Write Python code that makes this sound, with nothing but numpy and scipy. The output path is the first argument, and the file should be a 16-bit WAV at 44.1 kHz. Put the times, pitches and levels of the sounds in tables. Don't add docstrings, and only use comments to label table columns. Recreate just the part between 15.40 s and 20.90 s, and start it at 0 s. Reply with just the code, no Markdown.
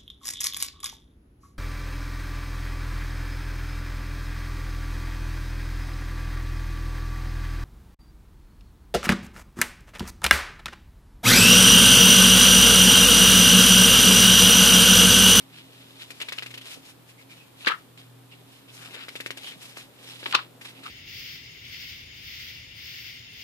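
import sys
import numpy as np
from scipy import signal
from scipy.fft import rfft, irfft, next_fast_len
from scipy.io import wavfile
from scipy.ndimage import uniform_filter1d, map_coordinates

SR = 44100
rng = np.random.default_rng(int(sys.argv[2]) if len(sys.argv) > 2 else 0)


def materialize(psi):
    bounded = np.clip(np.atleast_2d(psi).T, -1, 1)
    quanta = np.round(bounded * 32767).astype(np.int16)
    wavfile.write(sys.argv[1], SR, quanta)


def undo_db(level):
    steps = np.asarray(level, float) / 20
    return 10 ** steps


N = 242550

# start_s, snap_db, scuff_re_snap_db, hiss_re_snap_db, snap_hz
SOFT_EDGES = [(0.7045, -32, -5.5, -13.5, 2450), (0.8008, -36, 3, -11.5, 2160),
              (0.814, -24.5, -1, -16, 2650), (0.8845, -30, 0.5, -17, 2260),
              (0.9213, -25.5, -5, -17.5, 1990), (0.9819, -30, -0.5, -18, 2220),
              (1.0227, -28, -3.5, -19, 2150), (1.061, -32, -4.5, -16.5, 2200),
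              (1.105, -39, -1.5, -13, 2660), (1.1397, -32.5, -4, -15.5, 2540),
              (1.1751, -32.5, -2.5, -17.5, 2660), (1.212, -41, -0.5, -14, 2940),
              (5.2117, -39, -5, -18, 1990), (5.434, -42, 2.5, -13, 1350)]
# start_s, snap_db,
# scuff_re_snap_db, hiss_re_snap_db, snap_hz
CRISP_EDGES = [(2.577, -51, -11, -22.5, 2320), (3.683, -34.5, 0.5, -15.5, 1560),
               (3.754, -29.5, -5, -17.5, 2080), (3.802, -26.5, -9, -17.5, 2000),
               (3.861, -22, -11.5, -22, 2250), (3.905, -22.5, -9.5, -21.5, 2150),
               (3.971, -39, -5, -7.5, 2100), (4.117, -40.5, 0, -23, 1970), (4.371, -33, -13, -14, 1200),
               (4.829, -32, -6.5, -35, 1650), (4.862, -17.5, -19.5, -33, 2800),
               (2.273, -16, -21, -27, 1900), (4.9512, -15.5, -18, -42, 1410)]
SOFT_THUMP_DB, CRISP_THUMP_DB, THUMP_TOP_DB = -21, -14, -42.5

# start_s, level_db, pitch_hz, t60_s,
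# crackle_re_level_db
BUCKLES = [(2.247, -35, 1480, 0.072, 5), (2.261, -24, 4300, 0.029, 3.5),
           (2.268, -14, 1480, 0.079, -18), (2.27, -13.5, 1722, 0.074, -3),
           (2.274, -12.5, 1970, 0.042, 2), (2.284, -16.5, 2360, 0.044, 0.5),
           (2.288, -18, 1930, .04, -8), (2.298, -20, 1280, 0.098, -9), (2.307, -22, 1380, 0.081, -4),
           (2.317, -16.5, 1390, 0.059, -13), (2.336, -25.5, 1340, 0.067, -14),
           (2.345, -31.5, 1500, 0.044, -10),
           (4.858, -30, 990, 0.059, 7), (4.925, -13.5, 3100, 0.014, -6),
                  (4.926, -15, 1520, 0.019, -17), (4.934, -25, 1160, 0.077, 1), (4.942, -13, 1150, .03, -6),
                  (4.947, -8, 1120, 0.027, 0), (4.95, -8.5, 1210, 0.023, 5), (4.949, -8, 3760, 0.032, -7),
                  (4.957, -19.5, 2810, 0.035, -7), (4.963, -20, 3640, 0.017, -11),
                  (4.983, -29.5, 1420, .04, -6), (4.99, -23, 1280, 0.049, -4),
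                  (5.463, -28.5, 1280, 0.03, -4.5)]
BUCKLE_HISS_DB = -35
# start_s, level_db, t60_s
WHIPS = [
    (2.273, -24.5, 0.044),
    (4.95, -24, .017),
]
# start_s, level_db, pitch_hz
SLAPS = [
    (1.369, -45, 288),
    (2.268, -25, 427),
    (2.297, -34.5, 480),
    (4.159, -45, 188),
    (4.945, -31.5, 436),
]

# peak_s, rise_s, fall_s, rustle_db, edge_hiss_re_rustle_db
STROKES = [(0.0, .03, 0.035, -50, -6.5), (.182, 0.065, 0.049, -46, -10.5),
           (.45, 0.5, 0.44, -56, -7.5), (.616, 0.037, 0.051, -41, -9), (.95, 0.71, .5, -52.5, -3),
           (1.272, 0.037, 0.048, -41.5, -6), (1.325, 0.041, 0.049, -41.5, -1),
           (1.492, 0.086, 0.034, -50, -1), (1.692, 0.017, 0.058, -55, 0), (1.81, .04, .04, -56, -3.5),
           (1.914, 0.023, 0.15, -50.5, -5), (2.216, 0.037, 0.068, -48, -5),
           (2.31, 0.15, 0.12, -50, -5.5),
           (2.579, 0.0058, 0.088, -49.5, -8.5), (2.922, 0.027, 0.092, -53.5, -10),
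                  (3.158, 0.14, 0.12, -56.5, -4), (3.29, 0.012, 0.044, -51, -10),
                  (3.35, 0.043, 0.22, -58, 7.5), (3.45, 0.11, 0.088, -46, -6.5),
                  (3.546, .03, 0.03, -41, -8), (3.632, 0.1, 0.027, -40.5, -16),
                  (3.8, 0.29, .2, -52.5, -2.5), (3.976, 0.0063, 0.025, -40.5, -6),
                  (4.077, 0.095, 0.075, -40.5, -6), (4.236, 0.052, 0.16, -47.5, -1),
                  (4.381, 0.022, 0.072, -43, -3.5), (4.69, 0.12, 0.29, -46, -5),
                  (4.915, 0.13, 0.017, -42, -6), (4.96, 0.053, 0.077, -37.5, -30),
                  (5.215, 0.0062, .08, -52, 1), (5.256, 0.0088, .03, -41, -6.5),
                  (5.29, 0.027, 0.037, -43, -7), (5.368, 0.033, .08, -50, -11),
                  (5.462, 0.039, 0.056, -41.5, -10)]
STROKE_DROP_DB, STROKE_ROUND = 13.5, 1.39
# time_s, pitch_hz, left_re_right_db
BEND = [(0.0, 3100, -2), (.6, 3320, 2), (1.3, 2860, 2.5), (1.85, 2490, 1), (2.2, 3230, 0), (2.38, 2000, -1),
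        (2.6, 3270, 0), (3.2, 3050, -2), (3.5, 2580, 5), (4.1, 3060, 3.5), (4.38, 2530, 1),
        (4.72, 3470, -1), (5.2, 2960, -1), (5.5, 2350, -1)]
BEND_BANK_HZ = np.geomspace(1800, 4000, 5)

# start_s, length_s, pitch_hz,
# width_hz, level_db
SQUEAKS = [(1.772, 0.053, 2190, 300, -54), (1.884, 0.07, 2420, 330, -54), (1.948, 0.13, 2560, 260, -58),
           (2.911, 0.037, 2714, 600, -49.5), (3.36, 0.16, 1380, 800, -52.5),
           (3.522, 0.16, 1500, 900, -48.5), (4.03, 0.1, 3120, 500, -42.5), (4.654, 0.083, 5370, 700, -54),
           (5.245, 0.022, 1420, 900, -45.5), (5.35, 0.05, 2620, 400, -56), (5.442, 0.05, 1240, 250, -41.5)]
GRIP_DB, GRIP_FOLLOWS, GRIP_S = -58.5, 0.76, 0.29

# freq_hz, density_db
SHEET = [(290, -16), (500, -15.5), (1030, -8), (1600, -3), (2630, 2), (3850, 1.5), (5460, -9), (6060, -37),
         (7290, -11), (8000, -26), (10400, -26.5), (17600, -120)]
# freq_hz, density_db
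HISS = [(3240, -7), (5500, -1.5), (6160, -4.5), (7340, -4.5), (11300, -7), (14500, -15)]
# freq_hz, density_db
CRACKLE = [(410, -49.5), (700, -26), (1130, 1), (1960, -8.5), (2690, 3), (3690, -2), (4500, -5.5),
           (6200, -35), (8000, -28), (10400, -44), (17600, -120)]

# freq_hz, density_db
AIR = [(15, -52), (25, -14), (63, -17), (92, -10.5), (127, -7), (210, -6.5), (275, -6), (340, -7.5),
       (679, -13), (796, -12.5), (2020, -20), (3540, -19), (6020, -28), (8070, -25), (14500, -24.5)]
AIR_DB = -54.5
# freq_hz, correlation
ALIKE = [(60, 0.4), (130, 0.34), (290, 0.41), (640, 0.028), (1400, 0.16), (15000, 0)]
# freq_hz, unsteadiness_per_s, relative_level_db
HUM = [(121.2, 4.4, 1), (162.6, 9, -8.5), (269.5, 24, -2.5)]
DRONE_DB, DRONE_SWING_DB, DRONE_KNOTS_PER_S = -61.5, 1.8, 7.2

LEFT_LEAD_SAMPLES = 7
TOP_HZ = 14750


def unit(x):
    return x / np.sqrt(np.mean(x ** 2) + 1e-20)


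def along(points, hz):
    point_hz, value = np.transpose(points)
    return np.interp(np.log(hz + 1), np.log(point_hz + 1), value)


def filtered(x, response):
    n = x.shape[-1]
    size = next_fast_len(n + 8192)
    return irfft(rfft(x, size) * response(np.fft.rfftfreq(size, 1 / SR)), size)[..., :n]


def peak(hz, width_hz):
    return lambda f: 1j * f * width_hz / (hz * hz - f * f + 1j * f * width_hz)


def wobble(knots_per_s, n):
    knots = rng.standard_normal(int(n * knots_per_s / SR) + 4)
    return map_coordinates(knots, [np.arange(n) * knots_per_s / SR])


def ports(x, alike):
    share = np.clip(alike, 0, 1)
    right = share * x[0] + np.sqrt(1 - share ** 2) * x[1]
    return np.array([x[0], np.roll(right, LEFT_LEAD_SAMPLES)])


def grain(n, spectrum, grit_db, alike):
    catches = rng.standard_normal((2, n)) * undo_db(grit_db * wobble(900, n))
    coloured = filtered(catches, lambda hz: undo_db(along(spectrum, hz)))
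    return unit(ports(coloured, alike))


def add(track, start_s, sound):
    k = round(start_s * SR)
    track[:, k:k + sound.shape[1]] += sound


def edge_kick(t, hz, thump_re_snap_db):
    pulse = np.exp(-((t - 0.0008) / 0.00009) ** 2)
    release = pulse * (0.3 * rng.standard_normal((2, len(t))) - 1)
    snap = filtered(release, lambda f: peak(0.9 * hz, 0.6 * hz)(f) - undo_db(-5) * peak(4300, 3000)(f))
    thump = filtered(release, lambda f: peak(400, 450)(f) * peak(400, 900)(f))
    kick = undo_db(7) * snap / abs(snap).max()
    return kick + undo_db(thump_re_snap_db + 13) * thump / abs(thump).max()


def edge_scuff(t, hz, scuff_db, hiss_db):
    rub = grain(len(t), SHEET, grit_db=3, alike=0.55)
    ring_hz = hz * undo_db(rng.normal(0.61, 0.87))
    rub = unit(rub + 1.6 * filtered(rub, peak(ring_hz, 0.17 * hz)))
    hiss = (1 - np.exp(-t / 0.00077)) * grain(len(t), HISS, grit_db=2, alike=0.41)
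    fade = np.exp(-(t / 0.015) ** 1.86) * (1 - np.exp(-t / 0.0015))
    return fade * (undo_db(scuff_db) * rub + undo_db(hiss_db + 4.5) * hiss)


def edges():
    out, t = np.zeros((2, N + SR)), np.arange(SR // 8) / SR
    for group, thump_db in ((SOFT_EDGES, SOFT_THUMP_DB), (CRISP_EDGES, CRISP_THUMP_DB)):
        for start_s, snap_db, scuff_db, hiss_db, hz in group:
            scuff = edge_scuff(t, hz, scuff_db, hiss_db)
            kick = edge_kick(t, hz, min(thump_db, THUMP_TOP_DB - snap_db))
            add(out, start_s, undo_db(snap_db) * (scuff + ports(kick, 1.0)))
    return out[:, :N] * undo_db([[1.5], [-1.5]])


def buckle(t, hz, t60_s, crackle_db):
    fade = undo_db(-60 * t / t60_s) * (1 - np.exp(-t / 0.00017))
    noise = rng.standard_normal((2, len(t)))
    ring = unit(filtered(noise, lambda f: peak(hz, 0.3 * hz)(f) * peak(hz, 0.7 * hz)(f)))
    crackle = undo_db(crackle_db) * grain(len(t), CRACKLE, grit_db=3, alike=0.3)
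    hiss = (1 - np.exp(-t / 0.003)) * grain(len(t), HISS, grit_db=3, alike=0.3)
    hiss *= undo_db(crackle_db + BUCKLE_HISS_DB)
    return fade * (undo_db([[2.5], [-2.5]]) * ports(ring, 0.086) + crackle + hiss)


def whip(t, t60_s):
    fade = undo_db(-60 * t / t60_s) * (1 - np.exp(-t / 0.0042))
    return fade * grain(len(t), HISS, grit_db=2.5, alike=0.1)


def slap(t, hz):
    push = rng.standard_normal((2, len(t))) * undo_db(-60 * t / 0.036) * (1 - np.exp(-t / 0.0018))
    push = filtered(push, lambda f: peak(0.85 * hz, 0.7 * hz)(f) ** 2)
    return push / abs(push).max(axis=1, keepdims=True)


def flips():
    out, t = np.zeros((2, N + SR)), np.arange(SR // 8) / SR
    for start_s, db, hz, t60_s, crackle_db in BUCKLES:
        add(out, start_s, undo_db(db - 4.5) * buckle(t, hz, t60_s, crackle_db))
    for start_s, db, t60_s in WHIPS:
        add(out, start_s, undo_db(db) * whip(t, t60_s))
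    for start_s, db, hz in SLAPS:
        add(out, start_s, undo_db(db + 5) * slap(t, hz))
    return out[:, :N]


def strokes():
    peak_s, rise_s, fall_s, db, hiss_db = np.transpose(STROKES)[:, :, None]
    t = np.arange(0, N + 32, 32) / SR
    away = np.where(t < peak_s, (peak_s - t) / rise_s, (t - peak_s) / fall_s)
    rustle_db = db - STROKE_DROP_DB * away ** STROKE_ROUND
    curves = []
    for each_db in (rustle_db, rustle_db + hiss_db):
        total_db = 10 * np.log10(np.sum(undo_db(each_db) ** 2, axis=0) + 1e-10)
        curves.append(np.interp(np.arange(N) / SR, t, total_db))
    return curves


def bent_song(rub, hz):
    place = np.interp(np.log(hz), np.log(BEND_BANK_HZ), np.arange(len(BEND_BANK_HZ)))
    song = np.zeros_like(rub)
    for k, centre_hz in enumerate(BEND_BANK_HZ):
        share = np.sqrt(np.clip(1 - abs(place - k), 0, 1))
        song += share * unit(filtered(rub, peak(centre_hz, 0.46 * centre_hz)))
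    return song


def fingers():
    sheet_db, hiss_db = strokes()
    time_s, bend_hz, bend_pan_db = np.transpose(BEND)
    t = np.arange(N) / SR
    hz = np.interp(t, time_s, bend_hz)
    pan_db = np.clip(np.interp(t, time_s, bend_pan_db), -6, 6) * np.array([[0.5], [-0.5]])
    clumps = wobble(70, N)
    rub = grain(N, SHEET, grit_db=3.5, alike=0.7)
    sheet = undo_db(sheet_db - 3 + 1.2 * clumps + pan_db) * (rub + undo_db(-6) * bent_song(rub, hz))
    return sheet + undo_db(hiss_db + 1.5 * clumps) * grain(N, HISS, grit_db=0, alike=0.038)


def squeaks():
    out = np.zeros((2, N + SR))
    for start_s, length_s, hz, width_hz, db in SQUEAKS:
        n = round(length_s * SR)
        noise = rng.standard_normal((2, SR // 5))
        rub = unit(filtered(noise, lambda f: peak(hz, width_hz)(f) ** 2))[:, :n]
        add(out, start_s, undo_db(db) * np.hanning(n) ** 0.5 * ports(rub, 0.18))
    return out[:, :N]


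def binding_creak():
    spectrum = [(90, -45), (180, 5), (500, 4.5), (1200, -6.5), (2500, -21)]  # freq_hz, density_db
    creak = grain(N, spectrum, grit_db=-1.5, alike=0.88)
    effort = uniform_filter1d(undo_db(strokes()[0]) ** 2, round(GRIP_S * SR))
    effort_db = 10 * np.log10(abs(effort) + 1e-10)
    grip_db = GRIP_DB + GRIP_FOLLOWS * (effort_db + 50.5)
    return undo_db(grip_db - 4 + 3.7 * wobble(24.94, N)) * creak


def room(x):
    t = np.arange(SR // 3) / SR
    tail = rng.standard_normal((2, len(t))) * undo_db(-60 * t / 0.16)
    tail = filtered(tail, peak(1060, 4800))
    delayed = np.pad(x, ((0, 0), (200, 0)))
    return signal.fftconvolve(delayed, tail / np.linalg.norm(tail[0]), axes=1)[:, :N]


def room_air():
    def mid_side(hz):
        angle = np.arccos(np.clip(along(ALIKE, hz), -1, 1)) / 2
        return undo_db(along(AIR, hz)) * [np.cos(angle), np.sin(angle)]

    mid, side = filtered(rng.standard_normal((2, N)), mid_side)
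    return undo_db(AIR_DB + 0.2 * wobble(2.62, N)) * unit(np.array([mid + side, mid - side]))


def drone():
    t = np.arange(N) / SR
    lines = np.zeros(N)
    for hz, knots_per_s, db in HUM:
        level = undo_db(db + 3.5 + 3.2 * wobble(knots_per_s, N))
        lines += level * np.sin(2 * np.pi * hz * t + 0.57 * wobble(knots_per_s, N))
    return undo_db(DRONE_DB + DRONE_SWING_DB * wobble(DRONE_KNOTS_PER_S, N)) * lines


def scene():
    pages = edges() + flips()
    close = pages + undo_db(-16.5) * room(pages) + fingers() + squeaks() + binding_creak()
    close = filtered(close, lambda hz: (1j * hz / (140 + 1j * hz)) ** 2)
    return close + room_air() + drone()


def roll_off(x):
    return signal.sosfilt(signal.butter(12, 15560, fs=SR, output="sos"), x)


def record(dry):
    full = dry / (1 + np.abs(dry) ** 8) ** (1 / 8)
    mix = filtered(full, lambda hz: np.where(hz < TOP_HZ, 1j * hz / (45 + 1j * hz), undo_db(-32)))
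    return roll_off(mix)


dry = scene()
out = record(dry)
materialize(out)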